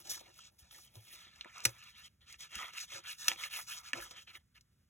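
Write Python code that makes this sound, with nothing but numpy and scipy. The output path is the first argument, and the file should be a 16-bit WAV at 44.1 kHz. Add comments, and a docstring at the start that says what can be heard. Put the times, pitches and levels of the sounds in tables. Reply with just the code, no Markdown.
"""At a desk in a quiet room: a glue bottle's plastic nozzle scribbles to and fro on a brown paper bag
while a hand slides and folds it. Fibres that catch and let go are random clicks that ring the sheet and
the air in the bag; creases are bursts of clicks, desk thuds decaying sines, the room shaped noise.
Two microphone ports a few centimetres apart hear it from close above."""
import sys
import numpy as np
from scipy import signal
from scipy.fft import rfft, irfft
from scipy.io import wavfile
from scipy.ndimage import uniform_filter1d

SR = 44100
rng = np.random.default_rng(int(sys.argv[2]) if len(sys.argv) > 2 else 0)


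def log_audio(samples):
    """Write samples as a 16-bit WAV file to the path given in sys.argv[1]."""
    # one column per channel
    frames = np.atleast_2d(samples).T
    # limit to full scale, then quantise
    limited = np.clip(frames, -1, 1)
    pcm = np.round(limited * 32767).astype(np.int16)
    wavfile.write(sys.argv[1], SR, pcm)


N = 215798

# rings of the paper sheet: pitch_hz, width_hz, level_db (relative, before sharing out)
PAPER_RINGS = [(990, 900, -6), (1251, 700, 3.5), (1728, 220, -3.5), (2174, 392, -2.5), (2737, 615, 0.5),
               (3170, 348, 1), (3894, 1100, 3), (4400, 1800, -6)]
# rings of the air in the bag: pitch_hz, width_hz, level_db (relative, before sharing out)
BAG_RINGS = [(267, 150, -3.5), (358, 45, 0), (450, 90, -2), (590, 32, 2), (785, 55, -1), (885, 60, -1.5),
             (1030, 90, -5)]


def gain_of(db):
    """Decibels to an amplitude factor."""
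    return 10 ** (np.asarray(db) / 20)


def evened(x):
    """Scales to rms 1."""
    return x / np.sqrt(np.mean(x ** 2) + 1e-20)


def read(points, hz):
    """Looks a spectrum up on a log-frequency axis."""
    f, value = np.transpose(points)
    return np.interp(np.log(hz + 1), np.log(f + 1), value)


def wander(seconds):
    """Slow random drift of rms about 1: noise at a sixteenth of the rate, smoothed twice over the given time."""
    size = round(seconds * SR / 16)
    coarse = rng.standard_normal(N // 16 + 2)
    smooth = uniform_filter1d(uniform_filter1d(coarse, size), size)
    return np.interp(np.arange(N) / 16, np.arange(len(coarse)), evened(smooth))


def room_tone():
    """Low rumble and faint hiss: two unrelated noises whose level flickers together."""
    # noise of the room: frequency_hz, level_db (per Hz)
    room_spectrum = [(20, -125), (35, -108), (55, -92), (120, -96.5), (200, -101), (300, -113), (500, -119),
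                     (900, -127), (1400, -119), (3000, -124), (9000, -125), (16000, -130)]
    hz = np.fft.rfftfreq(N, 1 / SR)
    white = rfft(rng.standard_normal((2, N)))
    tone = irfft(white * gain_of(read(room_spectrum, hz)) * np.sqrt(SR / 2), N)
    return tone * gain_of(1.0 * wander(0.0346))


def strokes():
    """Each stroke speeds up and slows down along a sine arch: gains of body, fizz, sheen and boom, and the pitch."""
    # strokes of the nozzle or slides of the hand: fastest_s, speeding_up_s, slowing_down_s, friction_db,
    # fizz_db (over friction), fizz_growth_db (start to end), sheen_db (over fizz),
    # boom_db (hollow bag, over friction), sheet_pitch_hz
    stroke_rows = [ (0.002, 0.022, 0.043, -62.5, 4, -4, -0.5, -3, 2120),
                   (.075, 0.05, 0.062, -57, 2.5, -1, -4.5, 3.5, 2630),
                   (.108, 0.019, 0.086, -44.5, 6.5, -16, -5.5, -31, 3240),
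                   (.2, 0.077, 0.024, -57, -3.5, 4, -0.5, 0.5, 2770),
                   (.27, 0.21, 0.076, -63, -8.5, -1, -3.5, 0, 2220),
                   (.385, 0.087, 0.051, -62, -3.5, 8, -2, -14, 2970),
                   (.46, 0.16, 0.053, -60, -2, 1, -14, -13, 2640),
                   (.54, 0.075, 0.065, -85.5, -1, 26, 4, 6.5, 2500),
                   (.592, 0.014, 0.36, -69, -1.5, -33, -8.5, -5, 2560),
                   (.715, 0.0019, 0.21, -64.5, -2, 18, 0, -11, 2960),
                   (.775, 0.095, 0.031, -59, -1.5, -6, -4, -4.5, 2920),
                   (.85, 0.024, 0.084, -65, -14, 2, -14, -10, 2960),
                   (.965, 0.036, 0.047, -64.5, -7.5, -13, 9.5, 7.5, 3040),
                   (1.07, 0.26, 0.061, -64.5, -2.5, 12, 1, -8, 2310),
                   (1.13, 0.046, 0.028, -57.5, -13, 23, 11, -14, 2370),
                   (1.2, 0.19, 0.14, -55, -8, -25, -6.5, -18.5, 2520),
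                   (1.38, 0.19, 0.066, -61, -7.5, 22, -8, -16, 2280),
                   (1.49, 0.11, 0.09, -58, -17, 29, -1, -22, 2250),
                   (1.57, 0.055, 0.12, -49.5, -11.5, 12, -9, -22, 2330),
                   (1.675, 0.065, 0.052, -49.5, -3, 8, -7, 0, 2000),
                   (1.78, 0.18, 0.074, -60.5, -9.5, 0, 0, -19, 2180),
                   (1.875, 0.11, 0.066, -54.5, -10.5, 17, -7, -24.5, 2640),
                   (1.988, 0.087, 0.055, -54, -11, 21.5, -6, -22, 2530),
                   (2.062, 0.059, 0.023, -52.5, -5, -5.5, -8.5, -28.5, 3040),
                   (2.13, 0.085, 0.023, -82, -11.5, -0.5, -1.5, -11, 2700),
                   (2.215, 0.017, 0.059, -65.5, -13, 3, -2.5, -16.5, 2500),
                   (2.315, 0.072, 0.061, -53, -8.5, 7.5, -9.5, -20, 2570),
                   (2.422, 0.045, 0.072, -50.5, -4, -8, -6, -19, 2660),
                   (2.585, 0.11, 0.15, -41.5, -12, -2, -3.5, -19.5, 1970),
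                   (2.785, 0.081, 0.083, -43, -7, 14, -8, -49, 2550),
                   (2.94, 0.078, 0.091, -45, -11, -9, -3, -27, 2100),
                   (2.962, 0.069, 0.05, -49.5, -4.5, 7, -10, -1.5, 1940),
                   (3.085, 0.072, 0.082, -43, -10.5, 22, -4, -27.5, 2650),
                   (3.235, 0.072, 0.15, -47.5, -3.5, -4, -4.5, -22, 2487),
                   (3.315, 0.07, 0.036, -42.5, -6, -15, -4.5, -3.5, 2270),
                   (3.436, 0.093, 0.065, -41.5, -11.5, 0, -2.5, -22.5, 2500),
                   (3.55, 0.069, 0.095, -41, -4, 10, -4.5, -18, 2450),
                   (3.705, 0.05, 0.13, -45.5, -2.5, -3, -4.5, -22.5, 2400),
                   (3.875, 0.061, 0.062, -50, -4, -10, -8, -26, 1900),
                   (3.98, 0.049, 0.033, -44.5, -7.5, 5, -2.5, 4.5, 1770),
                   (4.03, 0.035, 0.08, -49.5, -1, -22, -5, -8.5, 1700),
                   (4.118, 0.06, 0.064, -57, -8, -24, -6, -6, 2206),
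                   (4.175, 0.039, 0.077, -51, -11, 23, -6.5, -18, 2400),
                   (4.278, 0.016, 0.06, -51.5, -18.5, 21, -2.5, -17.5, 2720),
                   (4.354, 0.035, 0.032, -50, -11, 0, -0.5, -16, 2450),
                   (4.4, 0.026, 0.027, -76.5, -13.5, 2, -0.5, -9, 2350),
                   (4.562, 0.024, 0.03, -57.5, -15, 0, -4, -19, 2750), ]
    settle_db, settle_s = -23.5, 0.021  # the sheet creeps on after the fastest moment and settles
    # loudness over speed: a stroke swells from a soft start and holds up longer as it slows
    swell_power, slowing_power = 2.04, 1.38
    power, t = np.zeros((4, N)), np.arange(N) / SR
    for s, rise_s, fall_s, db, fizz_db, growth_db, sheen_db, boom_db, _ in stroke_rows:
        start = max(round((s - rise_s) * SR), 0)
        span = slice(start, round((s + fall_s + 8 * settle_s) * SR))
        since = t[span] - s
        phase = np.clip(np.where(since < 0, since / rise_s, since / fall_s), -1, 1)
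        speed = np.abs(np.cos(np.pi / 2 * phase))
        settling = np.exp(-np.maximum(since - fall_s, 0) / settle_s)
        creep = gain_of(settle_db) * np.where(since < 0, 0, settling)
        rub = np.maximum(speed ** np.where(since < 0, swell_power, slowing_power), creep)
        hiss_db = fizz_db + growth_db * phase / 2
        over_db = np.array([0 * phase, hiss_db, hiss_db + sheen_db, boom_db + 0 * phase])
        power[:, span] += (rub * gain_of(db + over_db)) ** 2  # overlapping strokes add in power
    centre_hz = np.interp(t, [row[0] for row in stroke_rows], [row[-1] for row in stroke_rows])
    return np.sqrt(power), centre_hz


def friction(slips_per_s=5000, spread_db=0.5, clump_db=0.5, lump_db=2.0, patchy_db=2.5, catch_db=1.5):
    """Fibres slip under the nozzle as dense random clicks of nearly equal strength, slightly clumped; the bag
    buckles in lumps."""
    gains, centre_hz = strokes()
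    slips = gain_of(spread_db * np.minimum(rng.exponential(1, N), 5)) * (rng.random(N) < slips_per_s / SR)
    trains = slips * gain_of(clump_db * wander(0.006)) * rng.choice([-1., 1.], (4, N))
    trains[3] *= gain_of(lump_db * wander(.008))  # only the boom of the bag
    levelled = [evened(train) * gain for train, gain in zip(trains, gains)]
    drives = shared_out(*levelled, centre_hz, reach=0.49, air_db=-3.5, knock_db=-16.5)
    # each drive has its own patches and brief catches
    patches_db = [patchy_db * wander(0.027) + catch_db * wander(.004) for _ in drives]
    return drives * gain_of(patches_db)


def snaps(tail_db=-24, tail_s=0.015, sheen_db=-9, tear_db=6, blow=0.45):
    """A crease gives way in clicks that swell fast and die; long tears are the finest, loose fibres rustle after."""
    # snaps of paper and taps of the nozzle: start_s, level_db (before sharing out),
    # treble_db (over level), low_db (over level), pitch_hz, t60_s
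    snap_rows = [(0.101, -52, 3, -7.5, 3550, 0.032), (0.116, -51, 4, 6.5, 3700, 0.0021),
                 (0.175, -42.5, -11, -10, 1500, 0.014), (0.28, -69.5, -5, 21, 2700, 0.015),
                 (.34, -69.5, 15, -22, 3300, 0.02), (0.389, -47.5, 2, -29, 1250, 0.015),
                 (0.586, -73.5, 18, -18, 3400, 0.097), (0.7096, -44, -6, -38, 3380, 0.013),
                 (0.726, -45, -12, -11, 3270, 0.0066), (0.786, -50.5, -7, -16, 1600, 0.018),
                 (0.8146, -61, 4, -26, 3500, 0.01), (0.954, -49.5, 2, 0, 3300, 0.014),
                 (1.13, -59.5, 10.5, -5, 2700, 0.057), (1.268, -50, -17, -1, 2170, .01),
                 (1.359, -50, -2, -28, 2720, 0.0086), (1.41, -24.5, -21.5, -47, 2920, 0.0045),
                 (1.4457, -40, -7, -7.5, 1810, 0.0041), (1.457, -58.5, -16, 18.5, 1720, 0.0082),
                 (1.581, -49.5, 13, -24.5, 3000, 0.0069), (1.604, -46.5, 10, -26.5, 3000, 0.0052),
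                 (1.6384, -53, 15, -1, 3340, 0.026), (1.6515, -16.5, 5.5, -10.5, 2140, 0.02),
                 (1.6925, -50.5, 12, -6, 1670, 0.0066), (1.836, -52.5, 4.5, -21, 1410, 0.019),
                 (2.079, -54, -7, -24, 3140, 0.0067), (2.326, -52.5, 12.5, -38, 2730, 0.014),
                 (2.342, -40.5, -20, -17, 2260, 0.0066), (2.4056, -54.5, 15.5, -30, 3650, 0.015),
                 (2.5529, -35, 1.5, -19, 2520, 0.022), (2.735, -44.5, -2, -13, 2750, 0.017),
                 (3.038, -50, 0, -30, 2800, 0.015), (3.2819, -9.5, -0.5, -20, 2600, 0.01),
                 (3.3160, -24.5, -27, -12, 2350, 0.0019), (3.359, -42.5, -11, -5, 2300, 0.0095),
                 (3.436, -27, -7, -35, 2310, 0.019), (3.9322, -16, -12, -19, 2110, 0.0063),
                 (4, -36, -20, -23, 2130, 0.032), (4.1085, -43, 0, -8, 3500, 0.022),
                 (4.178, -51, -14, -1, 2290, 0.005), (4.2724, -50, -26, -8, 2580, 0.042),
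                 (4.351, -38.5, -28, -28, 2320, 0.016), (4.609, -63, 9, -23, 2703, 0.015)]
    size = 4000  # samples a snap
    trains, t, centre_hz = np.zeros((4, N + size)), np.arange(size) / SR, np.full(N, 2500.)
    clicks = rng.standard_normal((len(snap_rows), size))
    clicks *= gain_of(1.3 * rng.standard_normal((len(snap_rows), size)))
    for (s, db, treble_db, low_db, hz, t60), click in zip(snap_rows, clicks):
        rise = 1 - np.exp(-t / (0.092 * t60))
        rustle = gain_of(tail_db) * np.exp(-t / tail_s)
        shape = rise * (gain_of(-60 * t / t60) + rustle)
        burst = click * shape
        burst /= np.sqrt(np.sum(burst ** 2) / np.sum(shape ** 2))  # as much energy as its shape
        burst[12] += blow * np.linalg.norm(shape) * 0.0096 / t60  # a short snap opens with one hard click
        top_db = treble_db + sheen_db + tear_db * np.log(t60 / 0.013)
        at = round(s * SR) - 8
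        trains[:, at:at + size] += gain_of(db + np.array([[0], [treble_db], [top_db], [low_db]])) * burst
        centre_hz[at:] = hz
    # the contact lasts a moment: body and low clicks are three samples wide
    trains[[0, 3]] = uniform_filter1d(trains[[0, 3]], size=3, axis=1) * np.sqrt(3)
    return shared_out(*trains[:, :N], centre_hz, reach=0.27, air_db=-9.0, knock_db=-4)


def nearest(modes, centre_hz, reach):
    """Shares of power 1 among the rings; those near the given pitch are favoured, reach is in log frequency."""
    shares = np.array([gain_of(db) * np.exp(-.5 * (np.log(hz / centre_hz) / reach) ** 2)
                       for hz, _, db in modes])
    return shares / np.sqrt(np.sum(shares ** 2, axis=0))


def shared_out(body, treble, top, low, centre_hz, reach, air_db, knock_db):
    """Clicks for each ring of sheet and bag, the wall of the bag, then fizz and sheen."""
    # the hollow changes as the bag is pressed and opened: time_s, favoured_pitch_hz
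    hollow_path = [(0, 520), (.2, 460), (.3, 574), (.45, 820), (.95, 446), (1.45, 700), (1.66, 520),
                   (2.0, 696), (2.56, 403), (2.7, 903), (2.95, 502), (3.28, 880), (3.6, 900), (3.93, 354),
                   (3.96, 520), (3.995, 600), (4.15, 525), (4.35, 798), (4.9, 600)]
    hollow_hz = np.interp(np.arange(N) / SR, *np.transpose(hollow_path))
    paper = body * nearest(PAPER_RINGS, centre_hz, reach)
    air = low * gain_of(air_db) * nearest(BAG_RINGS, hollow_hz, reach=0.74)
    return np.array([*paper, *air, low * gain_of(knock_db), treble, top])


def ring(x, hz, width):
    """A damped mode whose pitch follows the curve hz: shift to zero, smooth, shift back; white noise keeps its power."""
    turn = np.exp(2j * np.pi * np.cumsum(hz) / SR)
    r = np.exp(-np.pi * width / SR)
    return (turn * signal.lfilter([2 * np.sqrt(1 - r)], [1, -r], x * turn.conj())).imag


def tick(spectrum, size=255):
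    """A short click shaped by the given spectrum, cut to start just ahead of its peak, energy 1."""
    hz = np.linspace(0, SR / 2, 257)
    level_db = np.where(hz < spectrum[0][0], -80, read(spectrum, hz))
    y = signal.firwin2(size, hz, gain_of(level_db), fs=SR)[size // 2 - 12:]
    return y / np.linalg.norm(y)


def above(x, hz):
    """A small sheet radiates little below its size: a high-pass."""
    return signal.sosfilt(signal.butter(2, hz, "high", fs=SR, output="sos"), x)


def sheet(drives, bend=0.034):
    """The clicks sound paper, bag air and bag wall, whose rings bend as the paper shifts; fizz and sheen hiss on top."""
    # fizz of the fibres: frequency_hz, level_db (relative)
    fizz_spectrum = [(3500, 3.5), (5000, -2.5), (6000, 5.5), (7500, -4), (8800, -2), (10000, -34.5),
                     (12000, -29.5)]
    # sheen of the finest fibres: frequency_hz, level_db (relative)
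    sheen_spectrum = [(7500, -25), (9500, -4.5), (11000, -5.5), (13000, -8), (16000, -10.5)]
    # the whole wall of the bag, too damped to ring: pitch_hz, width_hz
    bag_wall = (600, 750)
    modes = PAPER_RINGS + BAG_RINGS + [(*bag_wall, 0)]
    # neighbouring rings have opposite signs
    rings = [(-1) ** k * ring(x, hz * (1 + bend * wander(0.21)), width)
             for k, (x, (hz, width, _)) in enumerate(zip(drives, modes))]
    hiss = sum(signal.oaconvolve(x, tick(colour))[:N]
               for x, colour in zip(drives[-2:], (fizz_spectrum, sheen_spectrum)))
    paper, bag = sum(rings[:len(PAPER_RINGS)]), sum(rings[len(PAPER_RINGS):])
    return above(paper, 770) + above(bag, 130) + above(hiss, 2000)


def scatter(x, t60=0.035):
    """Reflections off desk, hands and paper: sparse taps of random sign that die fast, energy about 1."""
    at = np.arange(30, 4000, 20) + rng.integers(0, 20, (2, 199))
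    taps = np.zeros((2, 4100))
    np.put_along_axis(taps, at, rng.choice([-1., 1.], at.shape) * gain_of(-60 * at / SR / t60), 1)
    return signal.oaconvolve(x[None], taps / np.linalg.norm(taps[0]), axes=1)[:, :N]


def thuds():
    """The desk top flexes softly when the hand or bottle lands: decaying sines with a rounded onset."""
    # thuds into the desk: start_s, level_db (ahead of the soft onset), pitch_hz, t60_s
    thud_rows = [(0.619, -46.5, 66, 0.085), (0.964, -42.5, 109, 0.17), (1.657, -34, 117, .15),
                 (1.659, -44, 58.9, 0.13), (2.355, -56, 57.6, 0.14), (2.554, -43, 62, 0.096),
                 (2.561, -41, 210, 0.045), (3.284, -53, 250, 0.038), (3.933, -40.5, 267, 0.085),
                 (2.941, -44, 110, 0.049), (3.956, -48.5, 120, 0.13), (3.989, -54, 53.4, 0.31)]
    left_lag_s = .0003  # the thuds reach the left port a moment later
    out, t = np.zeros(N + 12000), np.arange(12000) / SR
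    for s, db, hz, t60 in thud_rows:
        at = round(s * SR)
        onset = (1 - np.exp(-t / 0.0052)) ** 2
        out[at:at + 12000] += gain_of(db - 60 * t / t60) * np.sin(2 * np.pi * hz * t) * onset
    return np.array([np.roll(out, round(left_lag_s * SR))[:N], out[:N]])


def ports(shared, apart):
    """The right port hears the shared sound shifted in phase and only partly alike."""
    # likeness of the two ports: frequency_hz, likeness (0 to 1)
    likeness = [(60, 1), (150, 1), (350, 0.38), (700, 0.42), (1400, 0.66), (2500, 1), (4500, 1), (15000, 1)]
    # phase by which the left port leads: frequency_hz, lead_radians
    left_lead = [(0, 0), (780, -.4), (1500, 0), (2500, .95), (3450, 1.2), (4550, np.pi), (15400, 6 * np.pi),
                 (22050, 9 * np.pi)]
    # level of left over right: frequency_hz, balance_db
    balance = [(60, -0.8), (200, -1.5), (380, -2), (1200, -1.1), (2200, -1.6), (3300, 0), (15000, -0.3)]
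    hz = np.fft.rfftfreq(N, 1 / SR)
    same = np.clip(read(likeness, hz), 0, 1)
    tilt = gain_of(read(balance, hz) / 2)
    a, b = rfft(shared), rfft(apart)
    mixed = same * a + np.sqrt(1 - same ** 2) * b
    right = mixed * np.exp(-1j * np.interp(hz, *np.transpose(left_lead)))
    return irfft(np.array([a * tilt, right / tilt]), N)


def scene():
    """Paper with its reflections, desk and room tone at the two ports."""
    paper = sheet(friction() + snaps())
    echoes, tone = scatter(paper), room_tone()
    close = paper + gain_of(-14) * echoes[0]
    return ports(close + tone[0], echoes[1] + tone[1]) + thuds()


def record(dry):
    """The microphone drops the deepest bass; then the band limit."""
    edge_hz = 15900
    thinned = signal.sosfilt(signal.butter(2, 40, "high", fs=SR, output="sos"), dry)
    band_limit = signal.firwin(511, edge_hz, window=("kaiser", 9), fs=SR)
    return signal.oaconvolve(thinned, band_limit[None], "same")


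dry = scene()
out = record(dry)
log_audio(out)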